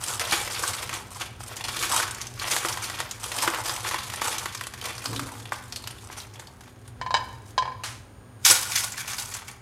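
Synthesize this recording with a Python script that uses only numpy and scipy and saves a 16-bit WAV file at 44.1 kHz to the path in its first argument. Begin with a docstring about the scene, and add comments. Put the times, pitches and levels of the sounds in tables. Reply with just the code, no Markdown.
"""Hands fold and press foil round food on a plate in a hard-walled kitchen: clumped noise bursts and lone snaps,
with soft low pats, over an appliance of rumbling noise and faint wavering sines that runs throughout.
Later a low groan of resonant noise comes from further off, then a dish rocks and knocks on the worktop, its modes
struck and chattering. One distant smack follows as fading noise; last, food drops on a fresh flat sheet,
which crackles and snaps on. Foil and dish also feed diffuse echoes."""
import sys
import numpy as np
from scipy import signal
from scipy.fft import rfft, irfft
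from scipy.io import wavfile
from scipy.ndimage import uniform_filter1d

SR = 44100
rng = np.random.default_rng(int(sys.argv[2]) if len(sys.argv) > 2 else 0)


def dump_mix(stems):
    """Bounce the given channels to the path in sys.argv[1] as a 16-bit WAV at rate SR."""
    frames = np.atleast_2d(stems).T  # one column per channel
    limited = np.clip(frames, -1, 1)  # hard clip at full scale
    pcm = np.round(limited * 32767).astype(np.int16)
    wavfile.write(sys.argv[1], SR, pcm)


N = 423800   # length in samples

# Levels in the tables are relative: the functions trim and mix them. Spectra are shapes, set to rms 1 in colour().
# background noise level over time: [t/s, level/dB]
BACKGROUND_LEVEL = [(0.0, -44.5), (5.5, -46), (6.9, -47.5), (7.0, -43.5), (8.9, -47), (9.61, -49.5)]
# spectrum of the appliance's motor rumble: [f/Hz, level/dB]
MOTOR_SPECTRUM = [(15, -32), (25, -56), (42, -5.5), (76, -4.5), (108, 4), (124, 3.5), (162, -28),
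                  (180, -10.5), (230, -38), (400, -120)]
# spectrum of the broad room tone: [f/Hz, level/dB]
ROOM_TONE_SPECTRUM = [(100, -40.5), (170, -5.5), (249, -5.5), (364, -5), (392, -13), (423, -8), (1140, -14),
                      (7340, -34.5), (9220, -36), (16000, -41)]
# the appliance's steady hum and whine lines: [f/Hz, level/dB]
HUM_LINES = [(99.6, -77), (199, -65.5), (247.6, -63), (398, -64.5), (1631, -73), (5405, -97), (6525, -78),
             (6821, -77), (8947, -73.5), (10813, -76), (12059, -80), (12853, -89)]
# folds and presses of the hands: [peak t/s, crackle level/dB, swell t/s, fade t/s, body level over crackle/dB]
FOIL_PRESSES = [(0.01, -31.5, 0.11, 0.08, -15), (0.091, -25.5, 0.11, 0.21, -6),
                (0.212, -25.5, 0.032, 0.21, -6), (0.328, -20, 0.047, 0.14, -4.5),
                (0.46, -30.5, 0.25, .4, -7.5), (0.69, -25.5, 0.36, 0.063, -5.5),
                (0.74, -33, 0.034, .1, -16), (0.84, -30.5, 0.32, 0.14, -5),
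                (0.951, -29, 0.089, 0.097, -4.5), (1.15, -37, 0.13, 0.21, -7),
                (1.224, -30.5, 0.08, 0.068, -4.5), (1.415, -35, 0.02, .12, -9), (1.57, -31, .05, 0.069, -6),
                (1.5, -35, .08, .2, -6), (1.66, -34, 0.11, 0.24, -6.5), (1.79, -30.5, 0.31, 0.14, -6.5),
                (1.849, -21.5, 0.095, 0.023, -7), (1.958, -19, 0.15, 0.15, -5.5),
                (2.21, -35.5, 0.15, 0.11, -4), (2.42, -32, 0.026, 0.44, -1.5),
                (2.53, -21.5, 0.16, 0.18, -8), (2.66, -26.5, 0.046, 0.2, -3.5),
                (2.839, -24, 0.03, 0.067, -13), (3.009, -31.5, .3, 0.2, -6), (3.24, -29, 0.055, 0.16, -8),
                (3.42, -20.5, 0.13, 0.16, -2.5), (3.55, -31.5, .3, 0.28, 1.5),
                (3.669, -25.5, 0.073, 0.27, -7), (3.871, -26, 0.036, 0.16, -4), (3.95, -34, 0.51, 0.95, -7),
                (4.241, -23.5, 0.075, 0.32, -6.5), (4.86, -28, .09, 0.12, -5.5), (5.05, -35, 0.24, 1, -6),
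                (5.44, -59, 0.13, .17, -12), (5.54, -38, 0.036, 0.14, -24), (5.749, -41.5, 0.027, 0.24, -7),
                (5.88, -47, 0.16, 0.34, -3), (6.06, -42.5, .15, 0.077, -9), (6.2, -35, .15, 0.1, -6),
                (6.4, -46, 0.18, 0.19, -1), (6.61, -48.5, .03, 0.22, -2.5), (6.89, -53, 0.15, 0.045, -0.5),
                (7.25, -46.5, 0.16, 0.22, -22), (7.5, -45, 0.092, 0.045, -22),
                (8.452, -10, 0.0056, .2, -13.5), (8.51, -8, 0.042, 0.045, -12.5),
                (8.55, -37, 0.032, .1, -5.5), (8.625, -26.5, .04, .12, -9),
                (8.708, -21.5, 0.014, 0.078, -13), (8.76, -16.5, 0.025, 0.11, -16),
                (8.84, -24.5, .05, 0.072, -8.5), (8.93, -38.5, 0.037, 0.069, -8),
                (9, -27.5, 0.068, 0.065, -8), (9.1, -27.5, .06, 0.12, -8), (9.195, -25.5, .04, 0.13, -14),
                (9.35, -30.5, .085, 0.095, -6.5), (9.29, -43, 0.043, .1, 2), (9.42, -49, .05, .05, 3),
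                (9.487, -36.5, .03, 0.08, -2)]
# treble of the crumpled parcel: [f/Hz, level/dB]
PARCEL_SPECTRUM = [(880, -20.5), (1500, -11), (3090, -3.5), (9130, -8.5), (12300, -13), (15100, -23),
                   (16000, -48), (16500, -77)]
# treble of the fresh flat sheet: [f/Hz, level/dB]
SHEET_SPECTRUM = [(880, -44), (1500, -3), (1590, -7), (2910, -5.5), (6110, -5), (12100, -10), (15700, -26),
                  (16500, -13.5)]
# low body under both: [f/Hz, level/dB]
BODY_SPECTRUM = [(180, -45.5), (260, -17), (340, -6.5), (430, -13), (520, -9.5), (950, -1.5), (1080, 1.5),
                 (1300, -2), (1800, -4.5), (2600, -15.5), (4000, -81)]
# lone creases that snap: [t/s, level/dB, body level over treble/dB, favoured f/Hz]
CREASE_SNAPS = [(0.0383, -18, -25, 8940), (0.083, -18.5, -17, 7400), (0.1962, -12, -9, 1670),
                (0.2507, -20, -13, 3500), (0.31, -16, -20, 4210), (0.3224, -12, -4, 1500),
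                (0.5092, -23, -30, 4730), (0.549, -25, -20, 4600), (0.5926, -22, -25, 2190),
                (0.636, -19, 7.5, 5200), (0.678, -15, -19, 8850), (0.7334, -16.5, -16, 2130),
                (0.828, -22, -10.5, 2150), (0.893, -22.5, 3, 2540), (0.939, -21, -8, 7300),
                (1.2166, -18.5, -20, 2830), (1.4054, -38, 11, 4940), (1.566, -21.5, -26, 6740),
                (1.6405, -19.5, -25, 4660), (1.6834, -19.5, -1, 4870), (1.7654, -15.5, -11, 1790),
                (1.8264, -15, -4, 2150), (1.9162, -13, -3, 1500), (2.0, -14.5, 5.5, 1500),
                (1.9766, -15, -8, 3280), (2.028, -13.5, -12, 1660), (2.11, -21.5, -31, 8650),
                (2.147, -24.5, -24, 7000), (2.215, -20, -27, 6170), (2.269, -23.5, -27, 6160),
                (2.397, -21.5, -16, 4300), (2.474, -20, -13, 1500), (2.5131, -11.5, -18, 7100),
                (2.564, -12.5, -1, 1640), (2.6482, -18.5, 8.5, 2000), (2.6854, -14.5, -17, 1730),
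                (2.7257, -19.5, -23, 5650), (2.7728, -20, 2, 2060), (2.8439, -21, -24, 4220),
                (2.8987, -20, 0, 2000), (3.0021, -15.5, -2, 1960), (3.1113, -19, -27, 6940),
                (3.2405, -20, -18, 2620), (3.318, -17.5, -10, 1850), (3.3857, -14.5, -17, 2180),
                (3.431, -22, 0, 4020), (3.4768, -13.5, 9, 2570), (3.546, -19, -15, 2770),
                (3.657, -23, -2, 4900), (3.695, -18.5, 2, 4830), (3.763, -20, -19, 2060),
                (3.8478, -32, 11, 1720), (3.911, -19, 2.5, 1640), (3.9434, -19, 6, 1820),
                (3.9873, -24, -20, 4140), (4.1002, -20.5, -10, 1940), (4.1372, -18, -4, 1800),
                (4.159, -24, -22, 9000), (4.2172, -17.5, 6, 2060), (4.345, -34, 6, 1700),
                (4.382, -16.5, -28, 6100), (4.4575, -17, 2, 1700), (4.5483, -20, -2, 6150),
                (4.5745, -26, -15.5, 4800), (4.6103, -20, 1, 2020), (4.6368, -22.5, -17, 2660),
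                (4.669, -22.5, -3, 9800), (4.738, -24, -4, 1660), (4.8134, -24, -12, 3020),
                (4.8552, -20, -22, 2150), (4.98, -26, -7, 4700), (5.057, -16.5, -4, 4900),
                (5.13, -27, 2, 3870), (5.1618, -20.5, -20, 3870), (5.194, -17, -0.5, 1450),
                (5.2886, -34, 9, 2040), (5.5207, -24.5, 10.5, 1510), (5.53, -26.5, -27, 8100),
                (5.6381, -38, -16, 8850), (5.724, -23, -5.5, 5240), (5.76, -18.5, -30, 4350),
                (5.84, -30.5, -3, 4080), (5.8735, -18.5, -11, 1510), (5.909, -29, -30, 9600),
                (6.1, -44, 18, 2210), (6.1265, -28.5, -11, 1900), (6.201, -28, -19, 4000),
                (6.338, -37, -24, 6100), (6.3579, -36, -16, 3150), (6.3963, -29.5, 1, 6960),
                (6.471, -34.5, -23, 4630), (6.608, -35.5, 0, 1620), (6.6368, -41, -14, 1790),
                (6.6772, -46, 8.5, 3870), (6.8774, -36, -11, 9520), (8.4505, -6.5, -17, 6300),
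                (8.4617, -6, -4, 5570), (8.4998, -7, -13, 5300), (8.756, -17, -5, 6180),
                (8.8245, -25, -7, 5930), (8.9198, -23.5, -23, 7200), (8.978, -20, -6, 1620),
                (9.0573, -31, -11, 5000), (9.0785, -20, -15, 1770), (9.1326, -21.5, 3, 6100),
                (9.183, -20, -7, 4840), (9.3393, -21.5, -19, 7440), (9.481, -26, -10, 2320)]
# a palm pats the parcel down, or the food lands: [t/s, level/dB]
PARCEL_PATS = [(0.325, -27), (2.648, -30), (3.476, -29), (8.5, -29.5)]
# dish on worktop: [t/s, level/dB, middle modes over body/dB, treble over body/dB]
DISH_KNOCKS = [(7.014, -23, -7.5, -7.5), (7.063, -26, -9, -9), (7.107, -21, -13, -9),
               (7.142, -12, -9, -3.5), (7.167, -25.5, -2, 0.5), (7.191, -28, -17, -13),
               (7.223, -43, -20, -21), (7.27, -53, -18, -15), (7.579, -14.5, -12, -3.5),
               (7.624, -20.5, -11, -13), (7.655, -23.5, -14, -14), (7.677, -27, -12, -17),
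               (7.719, -38, -7, -8)]
# ringing modes of the dish: [f/Hz, level/dB, 60 dB decay t/s]
DISH_MODES = [(513, -15.5, 0.17), (708, -17, 0.11), (930, -3, 0.049), (970, -6.5, 0.072),
              (1027, -1.5, 0.046), (1020, -2.5, 0.11), (1010, -10, 0.057), (1420, -17, 0.018),
              (1660, 9.5, 0.022), (1790, 0, 0.085), (2260, 2, 0.033), (2740, -11, 0.033), (3030, -9, 0.11),
              (3220, -3.5, 0.025), (3840, -7, 0.051), (4000, -4, 0.022), (4200, 1, 0.012), (4900, -3, 0.03),
              (6170, -15, 0.023), (7160, -16, 0.033)]
# smack further off: [t/s, level/dB, 60 dB decay t/s]
DISTANT_SMACK = [(7.8361, -17, 0.43)]
# spectrum of the smack: [f/Hz, level/dB]
SMACK_SPECTRUM = [(290, -38), (500, -10), (678, -2), (1180, 4.5), (6510, -2.5), (10700, -7), (16000, -29)]

SWELL_DB, BEND = 20, 1.013   # dB gained per swell time, lost per fade time; bend steepens the skirts of a press
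SHEET_FROM_S, SHEET_BODY_CUT_HZ = 7.1, 700   # flat sheet from here on; it has little low body
PAT_HZ, PAT_T60_S = 340, 0.081
GROAN_S, GROAN_DB, GROAN_HZ, GROAN_T60_S = 5.11, -36.5, 279, 3.1 / 19   # time and relative level of its height
GROAN_RISE_DB_PER_S, GROAN_SAG_DB_PER_S = 350, 37
GROAN_HOLD_S, GROAN_DROP_DB, GROAN_TAIL_S = 0.17, 7, 0.15
CHATTER_S = 0.01   # the foot of the dish chatters this long at each knock
CUTOFF_HZ = 15900


def amp(db):
    """Turn dB into a linear gain."""
    return 10 ** (np.asarray(db) / 20)


def rms_one(x):
    """Scale a signal to rms 1."""
    return x / np.sqrt(np.mean(x ** 2) + 1e-20)


def colour(x, spectrum):
    """Minimum-phase filter that follows an f/Hz, level/dB table and keeps white noise at rms 1."""
    hz, db = np.transpose(spectrum)
    grid = np.linspace(0, SR / 2, 4097)
    curve_db = np.interp(np.log(grid + 1), np.log(hz + 1), db)
    gain = rms_one(amp(curve_db) + 1e-5)
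    # fold the cepstrum forward in time, so the energy comes as early as it can
    cepstrum = irfft(np.log(gain))
    cepstrum[1:4096] *= 2
    cepstrum[4097:] = 0
    impulse = irfft(np.exp(rfft(cepstrum)))
    return signal.fftconvolve(x, impulse)[:len(x)]


def band_filter(x, order, hz, kind):
    """Butterworth filter."""
    return signal.sosfilt(signal.butter(order, hz, kind, fs=SR, output="sos"), x)


def drift(rate_hz):
    """Slow random wander with rms 1: white noise through two equal low-pass poles."""
    r = np.exp(-2 * np.pi * rate_hz / SR)
    wander = signal.lfilter([1], [1, -2 * r, r * r], rng.standard_normal(N + SR))
    return rms_one(wander[SR:])   # skip the filter's start-up


def ring(x, hz, t60):
    """Two-pole resonance: a click sets off a sine that dies by 60 dB in t60 seconds."""
    r, w = amp(-60 / (t60 * SR)), 2 * np.pi * hz / SR
    return signal.lfilter([0, np.sin(w)], [1, -2 * r * np.cos(w), r * r], x + 1e-18)


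def dying_noise(t60, size):
    """White noise that dies by 60 dB in t60 seconds."""
    return rng.standard_normal(size) * amp(-60 * np.arange(size) / SR / t60)


def appliance():
    """Low motor rumble and broad room tone are filtered noise; faint steady sine lines waver a little."""
    t = np.arange(N) / SR
    level_db = np.interp(t, *np.transpose(BACKGROUND_LEVEL))
    motor = colour(rng.standard_normal(N + SR), MOTOR_SPECTRUM)[SR:]
    tone = colour(rng.standard_normal(N + SR), ROOM_TONE_SPECTRUM)[SR:]
    lines = np.zeros(N)
    for hz, db in HUM_LINES:
        line_gain = amp(db + 3.5 + 2.1 * drift(2.1))
        lines += line_gain * np.sin(2 * np.pi * (hz * t + rng.random()))
    return amp(level_db) * (motor + amp(-7.5) * tone) + lines


def foil_voice(treble, body):
    """The crumpled parcel and the flat sheet are bright in different ways; the body lies under both."""
    flat = np.arange(N) > SHEET_FROM_S * SR
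    parcel_treble = colour(treble * ~flat, PARCEL_SPECTRUM)
    sheet_treble = colour(treble * flat, SHEET_SPECTRUM)
    sheet_body = band_filter(body * flat, 2, SHEET_BODY_CUT_HZ, "high")
    return parcel_treble + sheet_treble + colour(body * ~flat + sheet_body, BODY_SPECTRUM)


def crackle(per_s, spread_db, clump_db, facet_t60, tint_db, count=20):
    """Clumped creases buckle; each shakes one facet, whose crowded modes sound as a short tinted burst."""
    born = rng.random(N) < per_s * amp(clump_db * drift(30.0)) / SR
    sizes = born * amp(spread_db * np.minimum(rng.exponential(1, N), 4)) / np.sqrt(per_s)
    # the busy spot wanders over the facets, so the tint keeps changing
    dealt = np.round(6.0 * drift(5.0) + rng.normal(0, 1.5, N)) % count
    out = np.zeros((2, N))   # treble and body: in step but unalike
    for k in range(count):
        tint = np.c_[np.geomspace(300, 16000, 9), rng.normal(0, tint_db, 9)]
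        t60 = facet_t60 * rng.uniform(0.94, 3.36)
        facets = [rms_one(colour(dying_noise(t60, size=1500), tint)) for row in out]
        clicks = (sizes * (dealt == k))[None]
        out += signal.oaconvolve(clicks, np.array(facets), axes=1)[:, :N]
    # even out the loudness of clumps, so the presses set the level
    local_power = uniform_filter1d(out[0] ** 2, size=2600)
    return out / np.sqrt(local_power + 0.16 * np.mean(out ** 2))


def handled_foil():
    """Every press swells and fades almost evenly in dB; harder work buckles more creases a second."""
    t = np.arange(N) / SR
    treble_power, body_power = 1e-11, 0
    for s, peak_db, swell, fade, body_db in FOIL_PRESSES:
        away = np.maximum((s - t) / max(swell, .005), (t - s) / max(fade, .005))
        power = amp(peak_db - SWELL_DB * away ** BEND) ** 2
        treble_power = treble_power + power
        body_power = body_power + power * amp(body_db) ** 2
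    effort_db = np.maximum(10 * np.log10(treble_power), -55)
    per_s = 700.0 * amp(.45 * (effort_db + 35))
    treble, body = crackle(per_s, spread_db=3.5, clump_db=3.5, facet_t60=0.021, tint_db=6.5)
    return foil_voice(amp(-3.5) * np.sqrt(treble_power) * treble, amp(-1.0) * np.sqrt(body_power) * body)


def snaps():
    """Each big crease gives a sharp crack and a burst that dies away, tinted around one pitch."""
    size = 9000
    treble, body = np.zeros(N + size), np.zeros(N + size)
    for s, peak_db, body_db, hz in CREASE_SNAPS:
        t60 = .075 if s > SHEET_FROM_S else .048   # the wide flat sheet rings on longer
        burst = dying_noise(t60, size) + dying_noise(0.003, size)
        burst *= amp(peak_db - 8.0)
        band = signal.butter(1, [hz / 1.063, hz * 1.075], "band", fs=SR)
        thud = dying_noise(0.033, size) + 0.65 * dying_noise(0.003, size)
        at = round(s * SR)
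        treble[at:at + size] += 0.75 * burst + 1.9 * signal.lfilter(*band, burst)
        body[at:at + size] += thud * amp(peak_db + body_db - 7.5)
    return foil_voice(treble[:N], body[:N])


def kitchen(x, low_t60=0.69, high_t60=0.24, split_hz=3000, gap_s=.006):
    """Hard walls return diffuse echoes after a short gap; the treble dies first."""
    low = band_filter(dying_noise(low_t60, size=26000), 1, split_hz, "low")
    high = band_filter(dying_noise(high_t60, size=26000), 1, split_hz, "high")
    tail = np.r_[np.zeros(int(gap_s * SR)), low + high]
    return signal.fftconvolve(x, tail / np.sqrt(np.sum(tail ** 2)))[:N]


def pats():
    """A soft push sets the parcel thumping on the plate as one low damped mode."""
    s, peak_db = np.transpose(PARCEL_PATS)
    clicks = np.zeros(N)
    clicks[np.round(s * SR).astype(int)] = amp(peak_db)
    return ring(clicks, PAT_HZ, PAT_T60_S)


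def groan():
    """Noise in a narrow low resonance, looser ones above and below; it rises, sags, drops to a tail and stops."""
    t = np.arange(N) / SR - GROAN_S
    rise_db = -GROAN_RISE_DB_PER_S * t
    sag_db = GROAN_SAG_DB_PER_S * np.minimum(t, GROAN_HOLD_S)
    drop_db = GROAN_DROP_DB * np.clip((t - GROAN_HOLD_S) / 0.023, 0, 1)
    stop_db = GROAN_RISE_DB_PER_S * np.maximum(t - GROAN_HOLD_S - GROAN_TAIL_S, 0)
    level_db = GROAN_DB - np.maximum(rise_db, sag_db) - drop_db - stop_db
    main = rms_one(ring(rng.standard_normal(N), GROAN_HZ, GROAN_T60_S))
    upper = rms_one(ring(rng.standard_normal(N), 460.0, 0.021))
    lower = rms_one(ring(rng.standard_normal(N), 119.0, 0.1))
    return amp(level_db) * (main + amp(-7.5) * upper + amp(-2.0) * lower)


def dish():
    """Each knock shakes every mode, chatters briefly and clatters; the table sets how far up it reaches."""
    s, peak_db, middle_db, treble_db = np.transpose(DISH_KNOCKS)
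    at = np.round(s * SR).astype(int)
    modes = np.zeros(N)
    for hz, level_db, t60 in DISH_MODES:
        reach_db = np.array([np.interp(hz, [1200, 1600, 2600, 3000], [0, middle, middle, treble])
                             for middle, treble in zip(middle_db, treble_db)])
        clicks = np.zeros(N)
        clicks[at] = amp(peak_db + level_db + reach_db - 4.0 + rng.normal(0, 1.5, len(at)))
        chatter = signal.oaconvolve(clicks, np.ones(int(CHATTER_S * SR)))[:N] * rng.standard_normal(N)
        modes += ring(0.72 * clicks + 0.043 * chatter, hz, t60)
    clatter = np.zeros(N)
    for i, db in zip(at, peak_db + treble_db):
        clatter[i:i + 3000] += amp(db - 4.0) * dying_noise(0.064, size=3000)
    clatter[300:] += .6 * clatter[:-300]   # one softer repeat about 7 ms later
    clatter = band_filter(clatter, 2, [1500, 6000], "band")
    return band_filter(modes + clatter, 3, [520, 8500], "band")


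def smack():
    """Heard mostly as its echoes: smooth noise that starts at once and dies away."""
    out = np.zeros(N)
    for s, peak_db, t60 in DISTANT_SMACK:
        at = round(s * SR)
        out[at:] += amp(peak_db - 13.0) * dying_noise(t60, size=N - at)
    return colour(out, SMACK_SPECTRUM)


def scene():
    """Foil and dish sound direct and through the kitchen; the other layers are added as they are."""
    foil = handled_foil() + snaps() + pats()
    knocks = dish()
    room = kitchen(amp(-10.0) * foil + amp(-12.0) * knocks)
    return (foil + knocks + room + smack() + appliance() + groan())[None]


def record(dry):
    """The microphone drops the deepest bass; a steep filter cuts the top."""
    dry = band_filter(dry, 3, 38, "high")
    return signal.sosfilt(signal.ellip(10, .5, 70, CUTOFF_HZ, fs=SR, output="sos"), dry)


dry = scene()
out = record(dry)
dump_mix(out)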